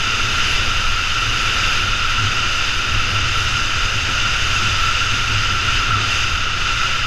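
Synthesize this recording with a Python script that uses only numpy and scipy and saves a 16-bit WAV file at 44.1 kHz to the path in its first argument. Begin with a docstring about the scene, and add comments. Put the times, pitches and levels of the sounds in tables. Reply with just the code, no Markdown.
"""Skis run down a groomed slope of hard snow, heard from an action camera worn by the skier.
Countless snow grains break under the bases and edges; their hiss rings in the camera's closed housing.
Fine powder sprays on top, and now and then an edge sizzles over ice.
Head wind buffets the housing and blows its main cavity; wind and bumps make the mount boom."""
import sys
import numpy as np
from scipy import signal
from scipy.fft import rfft, irfft
from scipy.io import wavfile
from scipy.ndimage import uniform_filter1d, minimum_filter1d

SR = 44100
rng = np.random.default_rng(int(sys.argv[2]) if len(sys.argv) > 2 else 0)


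def waveform_to_disk(signal):
    """Save audio, clipped to [-1, 1], as 16-bit WAV at the path in sys.argv[1]."""
    frames = np.transpose(np.atleast_2d(signal))
    scaled = np.clip(frames, -1, 1) * 32767
    samples = np.round(scaled).astype(np.int16)
    wavfile.write(sys.argv[1], SR, samples)


N = 311346
TIME = np.arange(N) / SR
FREQS = np.maximum(np.fft.rfftfreq(N, 1 / SR), 1)


def undb(db):
    """Decibels to gain."""
    return 10 ** (np.asarray(db) / 20)


def unit(x):
    """Scale to an rms of one."""
    return x / np.sqrt(np.mean(x ** 2))


def fader_curves(table):
    """One curve per level column, ramping between the rows' times."""
    times, *columns = np.transpose(table)
    return [np.interp(TIME, times, column) for column in columns]


def swell(centre, length):
    """A bell-shaped rise and fall that peaks at one; times in seconds."""
    return np.exp(-(2 * (TIME - centre) / length) ** 2)


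def swells_db(table):
    """Change of level in dB from rows of passing swells."""
    return sum(db * swell(centre, length) for centre, length, db in table)


def eq_curve(points):
    """Frequency response through (Hz, dB) points."""
    hz, db = np.transpose(points)
    return undb(np.interp(np.log(FREQS), np.log(np.sort(hz)), db))


def resonances(modes):
    """Frequency response of steep-sided (Hz, width in Hz, dB) resonances whose powers add."""
    peaks = (undb(db) / (1 + (2 * (FREQS - hz) / width) ** 2) for hz, width, db in modes)
    return np.sqrt(sum(peak ** 2 for peak in peaks))


def colour(x, response):
    """Filter by a frequency response; rms one."""
    return unit(irfft(rfft(x) * response, N))


def wander(rate):
    """A smooth random drift through rate new values a second; rms one."""
    hold = max(int(SR / rate), 1)
    steps = rng.standard_normal(N)[np.arange(N) // hold]
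    return unit(uniform_filter1d(uniform_filter1d(steps, hold), hold))


def turbulence(response, eddy_rate, eddy_db):
    """Air noise that swells with each passing eddy."""
    return colour(rng.standard_normal(N) * undb(eddy_db * wander(eddy_rate)), response)


def steady(x, span_s):
    """Even out swells longer than span_s, as under a constant drive."""
    power = uniform_filter1d(x ** 2, max(int(span_s * SR), 1))
    return unit(x / np.sqrt(power + 1e-6))


# The deep thump of wind on the housing. Each row: frequency in Hz, gain in dB.
BUFFET_EQ = [(2, -15), (7, 2.5), (12, -3), (20, -1.5), (30, -8.5), (40, -14), (55, -17), (80, -15.5),
             (110, -27.5), (170, -44), (400, -73)]
# Gusts and lulls. Each row: centre in seconds, length in seconds, level change in dB.
GUSTS_AND_LULLS = [(.11, 0.086, -5), (.62, 0.57, 3.5), (.9, 0.06, 9.5), (1.02, 0.087, -2), (1.73, 0.12, 3),
                   (2.05, .25, 2.5), (2.98, 0.12, 5), (3.82, 0.089, 3), (4.04, 0.14, -4.5),
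                   (4.49, 0.093, 5), (4.81, 0.065, 6), (5.22, .1, -2), (5.8, 0.28, 1), (6.04, 0.09, -8),
                   (6.35, 0.092, 6)]
# The soft rush of passing air. Each row: frequency in Hz, gain in dB.
RUSH_EQ = [(60, -19), (130, 0.5), (170, -0.5), (220, -1), (260, -3), (400, -4), (560, -6), (800, -7.5),
           (1100, -9), (2000, -27), (5000, -51)]
# The fader ride on that rush. Each row: time in seconds, level in dB.
RUSH_FADER = [(0, -35), (0.65, -33), (0.97, -38.0), (1.6, -32.5), (2.15, -37), (2.35, -33), (2.75, -36),
              (3.08, -33.5), (3.7, -35.5), (4.6, -34), (5.0, -36.5), (5.6, -35), (5.98, -33.4),
              (6.4, -36.5), (7.05, -35.5)]


def head_wind(rush_db):
    """Large eddies push on the housing, harder in gusts; small ones rush past it."""
    buffet = steady(turbulence(eq_curve(BUFFET_EQ), eddy_rate=10, eddy_db=1.0), span_s=0.137)
    buffet_db = -23.5 + swells_db(GUSTS_AND_LULLS)
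    rush = turbulence(eq_curve(RUSH_EQ), eddy_rate=29, eddy_db=0.43)
    return buffet * undb(buffet_db) + rush * undb(rush_db)


# The boomy sway of the mount. Each row: frequency in Hz, width in Hz, gain in dB.
MOUNT_MODES = [(108.5, 18.6, -2.5), (92.4, 22, -8)]
# Rougher stretches of piste. Each row: centre in seconds, length in seconds, lift of the boom in dB.
ROUGH_SNOW = [(3.3, .7, 3.5), (5.2, 2.6, 3)]


def mount_boom(rush_db):
    """The mount booms with the head wind; rough snow lifts the boom and, more so, a broad rumble."""
    boom = steady(turbulence(resonances(MOUNT_MODES), eddy_rate=22, eddy_db=-0.2), span_s=0.1)
    rumble = steady(turbulence(resonances([(69.4, 54, 0)]), eddy_rate=15, eddy_db=2.5), span_s=0.17)
    rough_db = swells_db(ROUGH_SNOW)
    boom_db = -33.5 + rough_db + (rush_db - rush_db.mean())
    rumble_db = -36 + 1.74 * rough_db
    return boom * undb(boom_db) + rumble * undb(rumble_db)


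# The housing's main air cavity. Its one row: frequency in Hz, width in Hz, gain in dB.
CAVITY_MODE = [(1357.5, 140, 0)]
# The air stream catches the cavity (up) or slips off it (down).
# Each row: centre in seconds, length in seconds, level change in dB.
CAVITY_BREATHS = [(.55, .25, -3.5), (2.15, 0.59, 2), (2.72, .22, -4), (3.84, .08, 2.5), (4.01, .12, -7),
                  (4.22, 0.099, 3.5), (4.42, .12, -4.5), (4.86, 0.19, 4.5), (5.6, .6, 1.5),
                  (5.95, 0.14, 6.5), (6.83, 0.17, 3)]


def cavity_note():
    """Wind blows the housing's cavity into a hollow, airy note."""
    note = steady(turbulence(resonances(CAVITY_MODE), eddy_rate=29, eddy_db=0.6), span_s=0.21)
    return note * undb(-26 + swells_db(CAVITY_BREATHS))


# Bumps that shake the mount. Each row: centre in seconds, length in seconds, peak swing in dB.
BUMPS = [(0.283, .1, -29.5), (1.28, .1, -28), (1.855, 0.13, -27), (2.243, 0.098, -19), (2.96, 0.048, -22.5),
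         (3.141, 0.068, -21), (3.547, 0.079, -22), (3.956, .04, -21), (4.117, 0.07, -22.5),
         (4.25, 0.11, -24), (4.668, .09, -22.5), (5.138, 0.063, -23), (5.35, 0.13, -21.5),
         (5.512, 0.05, -22.5), (5.77, 0.06, -24), (5.975, 0.16, -22)]


def mount_judders(sway_hz=106, pitch_drift=0.045, octave_db=-20.5, knock_db=-13.5):
    """Each bump swings the mount briefly; hitting the end of its play adds the octave and dull knocks."""
    pitch_hz = sway_hz * (1 + pitch_drift * wander(30))
    phase = 2 * np.pi * np.cumsum(pitch_hz) / SR
    knock = colour(rng.standard_normal(N), resonances([(225, 205, 0)]))
    swing = sum(undb(db) * swell(centre, length) for centre, length, db in BUMPS)
    return swing * (np.sin(phase) + undb(octave_db) * np.sin(2 * phase) + undb(knock_db) * knock)


# Ice crystals at the edge. Each row: centre in seconds, length in seconds, pitch in Hz, level in dB.
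ICE_CRYSTALS = [(0.4, .02, 11300, -55), (.477, .022, 10700, -46), (.497, .03, 10600, -48),
                (.526, .04, 10950, -50), (4.53, .025, 11400, -54), (4.555, .02, 10500, -48),
                (4.615, .025, 11700, -52)]


def ice_sizzles(width_hz=550):
    """Short, very high rasps of the edge over ice."""
    sizzles = np.zeros(N)
    for centre, length, hz, db in ICE_CRYSTALS:
        rasp = colour(rng.standard_normal(N), resonances([(hz, width_hz, 0)]))
        sizzles += undb(db) * swell(centre, length) * rasp
    return sizzles


def snow_grains(per_second, spread_db, bed):
    """Snow crystals breaking: ticks of uneven size over a bed of finer friction."""
    breaks = rng.random(N) < per_second / SR
    sizes = undb(spread_db * np.minimum(rng.exponential(size=N), 6))
    ticks = unit(breaks * sizes * rng.choice([-1, 1], N))
    return unit(ticks + bed * rng.standard_normal(N))


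# The bright fizz of flying powder. Each row: frequency in Hz, gain in dB.
POWDER_EQ = [(5000, -7.5), (7000, -1), (8100, -18), (9100, -3.5), (9700, 1), (10400, 2), (10700, -3),
             (11100, 2), (11500, -3), (12100, -1), (12900, -7), (13500, -19), (14100, -24)]


def powder_spray(glide_db, edge_db, fade_db_per_s=0.3):
    """Fine powder sprays more as the skis take load and the edges bite."""
    spray = colour(snow_grains(per_second=4600, spread_db=3.0, bed=1.4), eq_curve(POWDER_EQ))
    load_db = 1.3 * (glide_db - glide_db.mean())
    bite_db = 0.5 * (edge_db - edge_db.mean())
    fade_db = fade_db_per_s * (TIME - TIME.mean())  # less loose powder farther down the run
    flutter_db = 0.99 * wander(22)
    return spray * undb(-50 + load_db + bite_db - fade_db + flutter_db)


# The boxy ring of the closed housing. Each row: frequency in Hz, width in Hz, gain in dB.
HOUSING_MODES = [(932, 67, -19.5), (1456, 453, -7), (1957, 620, -11), (2407, 280, -11), (2721, 483, -3),
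                 (2993, 400, -7), (3475, 170, -10), (3666, 310, -10), (4010, 95, -15.5), (4235, 280, -16.5),
                 (4802, 465, -13.5), (5094, 400, -16.5), (5520, 260, -18), (5950, 340, -18),
                 (6380, 540, -19.5), (6660, 430, -24.5), (7330, 510, -29), (7660, 160, -28),
                 (8330, 120, -33), (8710, 220, -39)]
# The load on the skis. Each row: time in seconds, glide level in dB before its trim,
# edge scrape in dB relative to that level.
SKI_LOAD = [(0, -22, -11), (0.47, -20.0, -12.1), (0.97, -23, -12.5), (1.6, -20, -12), (1.9, -22, -13),
            (2.55, -21.5, -11.5), (3.03, -22.5, -13.5), (3.45, -21.5, -10.7), (3.8, -22.5, -11.5),
            (4.55, -21, -10.5), (5.35, -21.5, -11.5), (5.6, -23, -11.5), (5.78, -20, -13),
            (5.92, -23, -13.9), (6.14, -20.5, -10.2), (6.5, -24.0, -13.5), (6.75, -21.5, -11.5),
            (7.05, -22.6, -13.7)]


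def skis(glide_db, edge_db, crossover_hz=5200, glide_trim_db=0.74):
    """Breaking snow rings in the housing: the bases hiss below the crossover, the edges scrape above."""
    pressure = undb(0.32 * wander(45) + 0.15 * wander(11))  # ruts vary the pressure on both skis
    crunch = snow_grains(per_second=8000, spread_db=2.5, bed=1.62) * pressure
    housing = resonances(HOUSING_MODES)
    edge_share = 1 / (1 + (crossover_hz / FREQS) ** 8)
    glide = colour(crunch, housing * (1 - edge_share)) * undb(glide_db + glide_trim_db)
    scrape = colour(crunch, housing * edge_share) * undb(glide_db + edge_db)
    return glide + scrape


def scene():
    """Snow, wind and the shaking camera all reach one microphone inside the housing."""
    glide_db, edge_db = fader_curves(SKI_LOAD)
    rush_db, = fader_curves(RUSH_FADER)
    snow = skis(glide_db, edge_db) + powder_spray(glide_db, edge_db) + ice_sizzles()
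    wind = head_wind(rush_db)
    camera = mount_boom(rush_db) + cavity_note() + mount_judders()
    return (snow + wind + camera)[None]


def record(dry, ceiling=0.51, top_hz=13700):
    """The camera's limiter eases down the highest peaks, and a steep low-pass cuts the top."""
    hold = SR // 100  # 10 ms
    gain = ceiling / np.maximum(np.abs(dry), ceiling)
    gain = uniform_filter1d(minimum_filter1d(gain, hold), hold)
    low_pass = signal.ellip(8, 0.2, 80, top_hz, fs=SR, output="sos")
    return signal.sosfilt(low_pass, dry * gain)


dry = scene()
out = record(dry)
waveform_to_disk(out)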